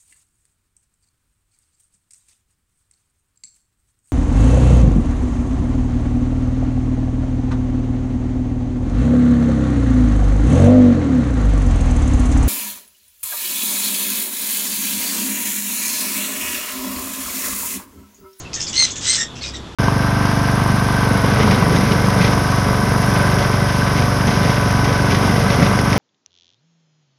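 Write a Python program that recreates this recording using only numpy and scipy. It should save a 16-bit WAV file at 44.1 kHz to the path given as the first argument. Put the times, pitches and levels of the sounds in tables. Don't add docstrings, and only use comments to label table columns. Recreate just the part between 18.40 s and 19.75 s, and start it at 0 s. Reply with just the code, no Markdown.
import sys
import numpy as np
from scipy import signal
from scipy.fft import rfft, irfft
from scipy.io import wavfile
from scipy.ndimage import uniform_filter1d

SR = 44100
rng = np.random.default_rng(int(sys.argv[2]) if len(sys.argv) > 2 else 0)


def generate_wav(signal):
    frames = np.transpose(np.atleast_2d(signal))
    scaled = np.clip(frames, -1, 1) * 32767
    pcm = np.round(scaled).astype(np.int16)
    wavfile.write(sys.argv[1], SR, pcm)


N = 59535
T = np.arange(N) / SR

# t/s, pitch/Hz, level/dB, roughness/0-1
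SCREECH = [(.325, 2000, -42, .8), (.348, 2010, -28, .5), (.368, 2080, -18.5, .16), (.392, 2090, -12, .035),
           (.409, 2095, -12, .035), (.416, 2080, -15, .07), (.425, 2075, -10.5, .03),
           (.437, 2055, -13.5, .1), (.453, 2020, -15, .33), (.461, 2000, -25, .35)]
SECOND_SIDE = [(.358, 2160, -29, .03), (.38, 2170, -18.5, .01), (.402, 2180, -13, .01),
               (.42, 2140, -26, .03)]
HOARSE = [(.605, 1885, -32, 0.89), (.66, 1961, -21, 0.83), (.68, 2015, -17, 0.44), (.705, 2068, -12, 0.16),
          (.722, 2108, -17.5, 0.52), (.762, 2093, -17, 0.84), (.785, 1910, -25, 0.62)]
CLOSING = [(.772, 1870, -26, .45), (.797, 1850, -20.5, .17), (.817, 1840, -18, .1), (.836, 1835, -23, .2),
           (.852, 1830, -35, .25)]
SCREECH_HARMONICS_DB = [-11.5, 0, -2.5, -14]
SECOND_SIDE_HARMONICS_DB = [-38, 9, -26, -34]
HOARSE_HARMONICS_DB = [-11, -1.5, -2, -2.5]
CLOSING_HARMONICS_DB = [-1, -3.5, 2, -1.5]
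CHATTER_HARMONICS_DB = [-3, 1, -12, -8]
# t/s, onset level/dB
CRACKLES = [(.403, -16.5), (0.424, -12), (0.7308, -21)]
# t/s, length/s, level/dB, pitch/Hz, roughness/0-1, throat resonance/Hz, lift/dB
CHATTER = [(-.02, 0.018, -32, 2250, 0.34, 6570, 50), (0.129, 0.01, -27, 2554, 0.74, 5100, -8),
           (0.138, 0.019, -23.5, 2192, 0.71, 6530, 39), (0.159, .035, -34, 1863, 0.54, 1840, 1),
           (0.196, 0.015, -23.5, 2782, 0.61, 5270, -2), (0.209, .026, -25, 2262, 0.94, 6640, 21),
           (0.262, 0.019, -26.5, 2400, 0.82, 4780, 11.5), (0.277, 0.022, -28, 2300, 0.85, 6980, 21),
           (0.324, 0.043, -26, 3008, 0.73, 3030, 1), (0.462, 0.033, -30.5, 1900, 0.87, 3570, -7.5),
           (0.502, 0.014, -26, 2257, 0.76, 6700, 26), (0.553, 0.033, -29, 1809, 0.79, 6850, 14),
           (0.952, 0.039, -38, 2735, 0.8, 2700, 8), (1.01, 0.018, -31, 2202, .5, 4300, 5),
           (1.032, 0.014, -29.5, 1910, 0.6, 3850, 33), (1.024, 0.067, -30, 2540, 0.56, 4650, -17),
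           (1.135, 0.031, -32, 1932, 0.2, 5500, 10)]
# f/Hz, relative density/dB
RASP_SPECTRUM = [(300, -15), (900, -25), (1400, -9.5), (1900, -5), (2450, -7.5), (3100, -1.5), (4200, -8),
                 (5300, 3), (6400, 1), (8000, -4.5), (10000, -8)]
VENT_SPECTRUM = [(20, -7.5), (45, -5.5), (65, -5), (110, 0.5), (180, -3.5), (300, -6), (450, -10.5),
                 (750, -15), (1100, -14), (2200, -23.5), (3500, -20), (7000, -30.5), (9000, -42)]
# t/s, level/dB
VENT_LEVEL = [(0, -35.5), (.9, -35.5), (1.25, -34.5), (1.35, -35.5)]
WHINE_LEVEL = [(0, -75), (.25, -39.5), (1.2, -48), (1.35, -51.5)]
DRONE_LEVEL = [(0, -50), (.97, -50), (1.05, -36), (1.21, -37), (1.3, -41)]

ATTACK_S, RELEASE_S = .0052, .017
CLEAN_JITTER, ROUGH_JITTER, JITTER_HZ = .013, .04, 420
SHIMMER_DB, SHIMMER_HZ = 4, 142
FLAP_HZ, FLAP_JITTER, FLAP_DEPTH = 518.2, .2445, .73
HALF_PITCH_DEPTH, AIR_DB = .38, -1
CRACKLE_T60_S, CRACKLE_BAND_HZ = .0085, (780, 4670)
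CHATTER_SAG_HZ_PER_S, THROAT_WIDTH_HZ = 1585, 550
CAGE_T60_S, CAGE_DB = .073, -7
ROOM_T60_S, ROOM_DB = .15, -9.5
RING_HZ, RING_WIDTH_HZ, RING_T60_S, RING_DB = 3433, 360, .45, -21.5
DRONE_HZ, DRONE_JITTER, DRONE_JITTER_HZ = 65, .022, 11
PEAK_LIMIT, MIC_EDGE_HZ, MIC_LEAK_DB, HISS_DB, CUTOFF_HZ = .85, 8437, -27, -57, 11600


def near_bird():
    screech = squawk(SCREECH, SCREECH_HARMONICS_DB) + squawk(SECOND_SIDE, SECOND_SIDE_HARMONICS_DB)
    return screech + squawk(HOARSE, HOARSE_HARMONICS_DB) + squawk(CLOSING, CLOSING_HARMONICS_DB)


def squawk(curve, harmonics_db):
    pitch_hz, level_db, roughness = in_time(curve)
    return voice(pitch_hz, roughness, harmonics_db) * from_db(level_db) * gate(curve[0][0], curve[-1][0])


def voice(pitch_hz, roughness, harmonics_db):
    jitter = (CLEAN_JITTER + ROUGH_JITTER * roughness) * drift(JITTER_HZ)
    phase = phase_rad(pitch_hz * (1 + jitter))
    tone = 0
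    for k, level_db in enumerate(harmonics_db, 1):
        partial = cage(np.sin(k * phase))
        tone = tone + from_db(level_db + SHIMMER_DB * drift(SHIMMER_HZ)) * partial
    return evened(np.sqrt(1 - roughness) * unit_rms(tone) + np.sqrt(roughness) * rasp(tone, phase))


def rasp(tone, phase):
    flap = FLAP_DEPTH * np.cos(phase_rad(FLAP_HZ * (1 + FLAP_JITTER * drift(JITTER_HZ))))
    half_pitch = HALF_PITCH_DEPTH * np.cos(phase / 2)
    sidebands = coloured(tone * (flap + half_pitch), RASP_SPECTRUM)
    air = coloured(rng.standard_normal(N) * (1 + flap), RASP_SPECTRUM)
    return unit_rms(sidebands + from_db(AIR_DB) * air)


def crackles():
    envelope = sum((T >= t_s) * from_db(level_db - 60 * np.abs(T - t_s) / CRACKLE_T60_S)
                   for t_s, level_db in CRACKLES)
    band = signal.butter(2, CRACKLE_BAND_HZ, "band", fs=SR, output="sos")
    return envelope * unit_rms(signal.sosfilt(band, rng.standard_normal(N)))


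def chatter():
    calls = 0
    for t_s, length_s, level_db, pitch_hz, roughness, throat_hz, lift_db in CHATTER:
        sag_hz = CHATTER_SAG_HZ_PER_S * np.clip(T - t_s, 0, length_s)
        call = voice(pitch_hz - sag_hz, roughness, CHATTER_HARMONICS_DB)
        call = call + from_db(lift_db) * resonate(call, throat_hz, THROAT_WIDTH_HZ)
        calls = calls + from_db(level_db) * evened(call) * gate(t_s, t_s + length_s)
    return calls


def peep(t_s=.05, length_s=.018, pitch_hz=2656, level_db=-39):
    return from_db(level_db) * voice(pitch_hz, roughness=0, harmonics_db=[0]) * gate(t_s, t_s + length_s)


def cage(x):
    return evened(x + from_db(CAGE_DB) * echo(x, reflections(CAGE_T60_S)))


def room(x):
    ring = ring_band(reflections(RING_T60_S))
    return from_db(ROOM_DB) * echo(x, reflections(ROOM_T60_S)) + from_db(RING_DB) * echo(x, ring)


def ring_band(x):
    return resonate(resonate(x, RING_HZ, RING_WIDTH_HZ), RING_HZ, RING_WIDTH_HZ)


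def hum():
    vent = gain(VENT_LEVEL) * coloured(rng.standard_normal(N), VENT_SPECTRUM)
    whine = gain(WHINE_LEVEL) * unit_rms(ring_band(rng.standard_normal(N)))
    drone_hz = DRONE_HZ * (1 + DRONE_JITTER * drift(DRONE_JITTER_HZ))
    drone = gain(DRONE_LEVEL) * unit_rms(np.sin(phase_rad(drone_hz)))
    return vent + whine + drone


def from_db(db):
    return 10 ** (np.asarray(db) / 20)


def unit_rms(x):
    return x / np.sqrt(np.mean(x ** 2) + 1e-20)


def phase_rad(f_hz):
    return 2 * np.pi * np.cumsum(f_hz) / SR


def in_time(rows):
    t_s, *columns = np.transpose(rows)
    return [np.interp(T, t_s, column) for column in columns]


def gain(levels):
    return from_db(in_time(levels)[0])


def gate(start_s, end_s):
    return np.clip((T - start_s) / ATTACK_S, 0, 1) * np.exp(-np.maximum(T - end_s, 0) / RELEASE_S)


def evened(x, window_samples=600):
    return x / np.sqrt(uniform_filter1d(x * x, window_samples) + 1e-12)


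def drift(cutoff_hz):
    lowpass = signal.butter(2, cutoff_hz, fs=SR, output="sos")
    return unit_rms(signal.sosfilt(lowpass, rng.standard_normal(2 * N))[N:])


def coloured(x, spectrum):
    f_hz, level_db = np.transpose(spectrum)
    bins_hz = np.maximum(np.arange(N // 2 + 1) * SR / N, 1)
    bins_db = np.interp(np.log(bins_hz), np.log(f_hz), level_db)
    return unit_rms(irfft(rfft(x) * from_db(bins_db), N))


def resonate(x, f_hz, width_hz):
    radius = np.exp(-np.pi * width_hz / SR)
    feedback = [1, -2 * radius * np.cos(2 * np.pi * f_hz / SR), radius ** 2]
    return signal.lfilter(np.array([1, 0, -1]) * (1 - radius ** 2) / 2, feedback, x)


def reflections(t60_s):
    return rng.standard_normal(N) * np.exp(-np.log(1000) * T / t60_s)


def echo(x, response):
    return signal.fftconvolve(x, response / np.linalg.norm(response))[:N]


def scene():
    direct = near_bird() + crackles() + chatter() + peep()
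    return (direct + room(direct) + hum())[None]


def record(dry):
    rounded = dry / (1 + (dry / PEAK_LIMIT) ** 8) ** (1 / 8)
    mic_edge = signal.ellip(10, .3, 70, MIC_EDGE_HZ, fs=SR, output="sos")
    heard = signal.sosfilt(mic_edge, rounded) + from_db(MIC_LEAK_DB) * rounded
    heard = heard + from_db(HISS_DB) * rng.standard_normal(N)
    return signal.sosfilt(signal.ellip(10, .3, 80, CUTOFF_HZ, fs=SR, output="sos"), heard)


dry = scene()
out = record(dry)
generate_wav(out)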